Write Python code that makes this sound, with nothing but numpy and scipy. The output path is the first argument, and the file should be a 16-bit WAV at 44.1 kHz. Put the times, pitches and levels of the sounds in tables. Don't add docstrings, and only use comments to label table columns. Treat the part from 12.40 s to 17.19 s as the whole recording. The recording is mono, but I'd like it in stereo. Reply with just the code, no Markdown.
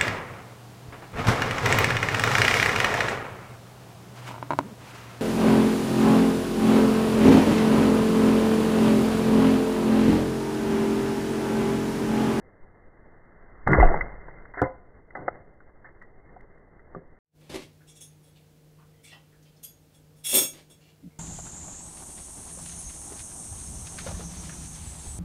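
import sys
import numpy as np
from scipy import signal
from scipy.fft import rfft, irfft
from scipy.io import wavfile

SR = 44100
rng = np.random.default_rng(int(sys.argv[2]) if len(sys.argv) > 2 else 0)


def int16_out(signal):
    q = np.round(np.clip(np.atleast_2d(signal).T, -1, 1) * 32767)
    wavfile.write(sys.argv[1], SR, q.astype(np.int16))


N = 211194
TIME = np.arange(N) / SR
FREQ = np.fft.rfftfreq(N, 1 / SR) + 1e-3
DULL_HZ = 2130
IMPACT_S, STOP_S = 1.268, 1.424


def undb(db):
    return 10 ** (np.asarray(db) / 20)


def decay(t, t60):
    return (t >= 0) * np.exp(-np.log(1000) * np.abs(t) / t60)


def swell(t, rise_s):
    return 1 - np.exp(-(np.maximum(t, 0) / rise_s) ** 2)


def envelope(start, attack_s, hold_s, t60):
    return swell(TIME - start, attack_s) * decay(np.maximum(TIME - start - hold_s, 0), t60)


def build(peak_s, db_per_s):
    return undb(db_per_s * np.minimum(TIME - peak_s, 0))


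def pan(pan_db):
    gain = undb(np.array([[pan_db], [-pan_db]]) / 2)
    return gain / np.sqrt(np.mean(gain ** 2))


def equalise(x, curve):
    hz, db = np.transpose(curve)
    return irfft(rfft(x) * undb(np.interp(np.log(FREQ), np.log(hz), db)), N)


def dull(x, hz, order):
    return irfft(rfft(x) / np.sqrt(1 + np.minimum(FREQ / hz, 10) ** (2 * order)), N)


def unit(x):
    return x / np.std(dull(x, DULL_HZ, order=20))


def add(out, start, sound):
    i = int(start * SR)
    out[:, i:i + sound.shape[1]] += sound[:, :N - i]


# (frequency [Hz], relative level [dB])
AIR_EQ = [(15, -34), (40, -42.5), (80, -46), (150, -49.5), (250, -53), (420, -50.5), (700, -56.5),
          (1000, -61.5), (1500, -64), (2100, -61.5)]

def air(level_db=-50, pan_db=-2.5, shared_hz=200, shared=0.33, waver_db=1.5):
    noise = rng.standard_normal((2, N))
    noise += shared * dull(noise.mean(axis=0) - noise, shared_hz, order=1)
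    waver = unit(dull(rng.standard_normal(N), hz=13, order=2))
    return unit(equalise(noise, AIR_EQ)) * pan(pan_db) * undb(level_db + waver_db * waver)


def deck_rumble(level_db=-29, attack_s=0.005, hold_s=0.076, t60=2.5, top_hz=38, width_db=-8):
    noise = rng.standard_normal(N) + undb(width_db) * rng.standard_normal((2, N))
    return undb(level_db) * envelope(IMPACT_S, attack_s, hold_s, t60) * unit(dull(noise, top_hz, order=3))


# (frequency [Hz], relative level [dB])
ECHO_EQ = [(40, -12), (150, 0), (450, -1), (800, -0.5), (1300, -5), (2100, -6)]

def yard_echo(x, wet_db=-19, t60=0.68, rise_s=0.0047):
    tail = unit(equalise(rng.standard_normal((2, N)), ECHO_EQ)) * swell(TIME, rise_s) * decay(TIME, t60)
    energy = np.sum(dull(tail[0], DULL_HZ, order=20) ** 2)
    tail *= np.sqrt(2 * DULL_HZ / SR / energy)
    return undb(wet_db) * signal.fftconvolve(x.mean(axis=0)[None], tail, axes=1)[:, :N]


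# (time [s], level before EQ [dB])
TICK_CUES = [(1.279, -26.5), (1.322, -29.5), (1.4075, -33), (1.450, -29), (1.493, -39), (1.578, -42.5),
             (2.218, -23.5), (2.772, -49), (3.625, -51), (4.011, -52.5)]
# (frequency [Hz], gain [dB])
TICK_EQ = [(2000, 9), (4000, 2), (8000, -1.5), (12000, -5.5)]

def ticks(fizz_db=-29, stray_per_s=14, stray_db=-68, scatter_db=4, pan_db=-3, pan_spread_db=3):
    strays = rng.random(N) < stray_per_s / SR
    out = strays * undb(stray_db + scatter_db * rng.standard_normal((2, N)))
    t = TIME[:SR // 4]
    for start, db in TICK_CUES:
        click = (t == 0) + undb(fizz_db) * rng.standard_normal((2, len(t))) * decay(t, t60=0.02)
        add(out, start, undb(db) * pan(pan_db + pan_spread_db * rng.standard_normal()) * click)
    return equalise(out, TICK_EQ)


# (frequency [Hz], relative level [dB])
FIBRE_EQ = [(40, -5.5), (150, -0.5), (260, -6.5), (450, -1.5), (720, -4), (1050, -8), (1500, -7),
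            (1800, -7), (2100, 0.5)]

def wood_grains(grains_per_s=900, scatter_db=3, bass_hz=380, treble_hz=1300, top_hz=2250, pan_db=-2):
    size = undb(scatter_db * np.minimum(rng.exponential(size=(2, N)), 3)) * rng.choice([-1, 1], (2, N))
    fractures = size * (rng.random((2, N)) < grains_per_s / SR)
    texture = pan(pan_db) * unit(equalise(fractures, FIBRE_EQ))
    bass, body = dull(texture, bass_hz, order=3), dull(texture, treble_hz, order=3)
    return bass, body - bass, dull(texture, top_hz, order=6) - body


# (time [s], level [dB], hold [s], t60 [s], bass gain [dB], treble gain [dB])
CRUMB_CUES = [(1.798, -49.5, 0.19, 1, 2.5, 2), (2.752, -43.5, 0.1, 0.59, 5.5, -17),
              (2.922, -51.5, 0.054, 0.14, -4, 0.5), (3.45, -49.5, 0.037, 0.14, -8.5, -0.5),
              (3.83, -60.5, 0.17, 0.32, 8.5, -4)]

def crumbs(attack_s=0.0083):
    bass, mids, treble = wood_grains()
    out = np.zeros((2, N))
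    for start, db, hold_s, t60, bass_db, treble_db in CRUMB_CUES:
        rattle = undb(bass_db) * bass + mids + undb(treble_db) * treble
        out += undb(db) * envelope(start, attack_s, hold_s, t60) * rattle
    return out


def clack(ring_db, hz, t60, crack_db, pan_db, crack_t60_ratio=0.67, crack_q=0.83, ring_width_hz=35):
    t = TIME[:SR // 2]
    f = np.fft.rfftfreq(len(t), 1 / SR) + 1
    lag_s = np.clip(0.48 * np.array([[-pan_db], [pan_db]]), 0, 0.002)
    age = t - lag_s
    wander = np.cumsum(rng.standard_normal(age.shape), axis=1) * np.sqrt(2 * np.pi * ring_width_hz / SR)
    ring = np.sin(2 * np.pi * hz * age + wander) * swell(age, rise_s=0.0017) * decay(age, t60)
    band = (f < DULL_HZ) / np.hypot(1, crack_q * (f / hz - hz / f))
    shape = swell(age, rise_s=0.0016) * decay(age, t60 * crack_t60_ratio)
    crack = irfft(rfft(rng.standard_normal(age.shape)) * band, len(t)) * shape
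    crack *= np.sqrt(np.sum(shape ** 2, axis=1) / np.sum(crack ** 2, axis=1))[:, None]
    return pan(pan_db) * (undb(ring_db) * ring + undb(crack_db) * crack)


def chips(count=9, first_s=3.2, ring_db=-57, crack_db=-54, hz=1800, t60=0.086,
          scatter_db=3, pan_spread_db=5):
    out = np.zeros((2, N))
    starts = first_s + (TIME[-1] - first_s) * (np.arange(count) + rng.random(count)) / count
    for start, (size, detune, side) in zip(starts, rng.standard_normal((count, 3))):
        db, chip_hz = scatter_db * size, hz * np.exp(0.1 * detune)
        add(out, start, clack(ring_db + db, chip_hz, t60, crack_db + db, pan_spread_db * side))
    return out


# (frequency [Hz], relative level [dB], base t60 [s])
BOARD_MODES = [(76, -3.5, 0.14), (129.5, -3.5, 0.084), (296, -3.5, 0.073), (313.3, -12, 0.11),
               (393.3, -3.5, 0.14), (507.6, -2, 0.068), (524.7, -9.5, 0.21), (729, -1, 0.077),
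               (800, -24.5, 0.022), (1010, -9.5, 0.16), (1073, -2.5, 0.0184), (1264, -6.5, 0.006),
               (1430, -13.5, 0.046), (1470, -5.5, 0.12)]
# (time [s], level [dB], t60 scale [ratio], low cut [Hz], high cut [Hz], pan [dB])
KNOCK_CUES = [ (2.172, -36, 3.4, 220, 1700, -3), (2.2164, -12, 0.81, 50, 1380, -14),
              (2.2279, -18.5, 0.99, 50, 800, -4.5), (2.257, -23, 1.7, 600, 800, -5.5),
              (2.771, -37, 1.9, 250, 1470, -1.5), (2.815, -42, 4.2, 150, 650, -8),
              (2.8809, -13, 0.11, 380, 1840, -18), (2.8841, -14, 0.12, 377, 1760, -40.5),
              (4.5486, -27.5, 0.1, 176, 1480, 1), (4.560, -33.5, 1.3, 250, 530, -6.5)]

def board_knocks(rise_s=0.00051, phase_spread=0.95, clatter_db=-4, base_clatter_t60=0.16, preroll_s=0.02):
    out, t = np.zeros((2, N)), TIME[:SR]
    f = np.fft.rfftfreq(len(t), 1 / SR) + 1
    age = t - preroll_s
    for start, db, t60_scale, low_hz, high_hz, pan_db in KNOCK_CUES:
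        clatter = unit(rng.standard_normal((2, N)))[:, :SR]
        ring = undb(clatter_db) * clatter * decay(age, base_clatter_t60 * t60_scale)
        for hz, mode_db, t60 in BOARD_MODES:
            phase = phase_spread * rng.standard_normal((2, 1))
            ring += undb(mode_db) * np.sin(2 * np.pi * hz * age + phase) * decay(age, t60 * t60_scale)
        band = (f < DULL_HZ) / np.sqrt((1 + (low_hz / f) ** 6) * (1 + (f / high_hz) ** 8))
        knock = irfft(rfft(ring * swell(age, rise_s)) * band)
        add(out, start - preroll_s, undb(db) * pan(pan_db) * knock)
    return out


def feather_rush(rush_db=-53, near_s=0.18, draught_db=-40, draught_hz=40, release_t60=0.2):
    release = decay(np.maximum(TIME - IMPACT_S, 0), release_t60)
    nearness = release / np.hypot(1, np.maximum(IMPACT_S - TIME, 0) / near_s)
    rush = unit(dull(rng.standard_normal((2, N)), DULL_HZ, order=20))
    draught = unit(dull(rng.standard_normal((2, N)), draught_hz, order=3))
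    return undb(rush_db) * nearness * rush + undb(draught_db) * nearness ** 4 * draught


# (frequency [Hz], relative level [dB], free t60 [s])
SHAFT_MODES = [(96.6, -31, 0.86), (139.3, -15, 0.36), (190.8, -14.5, 0.29), (250, -9, 0.074),
               (312.3, -24, 0.56), (379, -26.5, 0.84), (447, -32, 0.64), (530, -35, 0.084),
               (960, -25, 0.39), (1153, -33.5, 1), (1426, -28, 0.54)]

def shaft_hum(start_s=1.279, gain_db=7.5, rise_s=0.031, pan_db=-4, free_s=0.24, grip_t60=0.65):
    out, t = np.zeros((2, N)), TIME[:SR]
    hum = sum(undb(db) * np.sin(2 * np.pi * hz * t + rng.standard_normal((2, 1))) * decay(t, t60)
              for hz, db, t60 in SHAFT_MODES)
    grip = decay(np.maximum(t - free_s, 0), grip_t60)
    add(out, start_s, undb(gain_db) * pan(pan_db) * hum * swell(t, rise_s) * grip)
    return out


def fibre_crunch(attack_s=0.004, build_db_per_s=36):
    def layer(band, db, t60):
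        return band * undb(db) * envelope(IMPACT_S, attack_s, STOP_S - IMPACT_S, t60)

    bass, mids, treble = wood_grains()
    depth = build(STOP_S, build_db_per_s)
    body = layer(bass, db=-15, t60=0.68) + layer(mids, db=-17, t60=0.74)
    return depth * body + layer(treble, db=-26, t60=0.82)


def stump_thump(start_s=1.372, attack_s=0.015, peak_s=1.462, t60=0.31, level_db=-5.5, build_db_per_s=85,
                first_hz=100, last_hz=13, octaves_per_s=24, pan_db=4.5, flutter_db=-16, flutter_hz=50):
    hz = np.maximum(first_hz * 2 ** (-octaves_per_s * np.maximum(TIME - start_s, 0)), last_hz)
    swing = np.sin(2 * np.pi * np.cumsum(hz * (TIME >= start_s)) / SR)
    flutter = unit(dull(rng.standard_normal((2, N)), flutter_hz, order=3))
    shape = envelope(start_s, attack_s, peak_s - start_s, t60) * build(peak_s, build_db_per_s)
    return undb(level_db) * pan(pan_db) * shape * (swing + undb(flutter_db) * flutter)


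# (time [s], ring level [dB], pitch [Hz], t60 [s], crack level [dB], pan [dB])
STRIKE_CUES = [ (1.264, -16.5, 126, 0.069, -25.5, 3.5), (1.2715, -11, 757, 0.03, -15, 4),
               (1.272, -18, 1810, 0.042, -8.5, -1), (1.3315, -6, 2026, 0.029, 0, 13.5),
               (1.345, -14, 1100, .069, -13, -14), (1.381, -2, 522, 0.032, -9.5, -0.5),
               (1.399, -19.5, 886, .033, -3.5, -9.5), (1.406, -11.5, 1970, 0.049, -17, 7),
               (1.4255, 2, 714, 0.052, -22, 4), (1.4385, -11.5, 690, 0.098, -25, -1),
               (1.500, -20.5, 698, 0.13, -40.5, -6), (1.5407, -4, 755, 0.034, -15.5, 3),
               (1.608, -10.5, 2056, 0.031, -17.5, 2.5), (1.882, -29, 723, .045, -30.5, -0.5),
               (2.053, -29, 1692, 0.026, -29.5, 6), (2.137, -52, 1900, 0.27, -35, -7),
               (2.174, -34, 2142, 0.14, -27.5, -3), (2.190, -21, 1678, 0.083, -27, -4),
               (2.232, -35, 2062, 0.24, -33, 4.5), (2.706, -36, 2056, 0.021, -33.5, 8),
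               (2.750, -33, 2016, 0.12, -32.5, 31.5), (2.752, -23.5, 800, 0.093, -26.5, 0),
               (2.8795, -12, 726, 0.033, -23.5, -34), (2.880, -15, 1340, 0.028, -29, -19.5),
               (2.886, -30, 1976, 0.033, -31, -10), (3.203, -40.5, 1436, 0.033, -45, -7),
               (3.444, -40, 1788, 0.16, -41.5, 2.5), (3.615, -39.5, 1930, 0.12, -42.5, 7),
               (3.963, -28.5, 740, 0.03, -43.5, -3.5), (4.006, -38, 2040, .021, -41, -3),
               (4.548, -27.5, 1160, 0.031, -38, 2.5), (4.558, -30, 162, 0.13, -47, -0.5)]

def strikes():
    out = np.zeros((2, N))
    for start, *contact in STRIKE_CUES:
        add(out, start, clack(*contact))
    return out


def scene():
    wood = strikes() + board_knocks() + shaft_hum() + chips()
    return (feather_rush() + wood + yard_echo(wood) + fibre_crunch() + crumbs()
            + stump_thump() + deck_rumble() + air())


def record(dry, ceiling=0.91, knee=0.62, grit=0.59, grit_hz=2900, skirt_db=-36, skirt_hz=2500,
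           hiss_db=-95, top_hz=12700):
    rounded = ceiling * np.tanh(dry / ceiling)
    low_band = dull(rounded, DULL_HZ, order=150)
    overload = dull(low_band - np.clip(low_band, -knee, knee), grit_hz, order=16)
    skirt = undb(skirt_db) * dull(rounded, skirt_hz, order=5)
    mix = low_band - grit * overload + skirt + ticks() + undb(hiss_db) * rng.standard_normal((2, N))
    return signal.sosfilt(signal.ellip(8, 0.2, 70, top_hz, fs=SR, output="sos"), mix)


dry = scene()
out = record(dry)
int16_out(out)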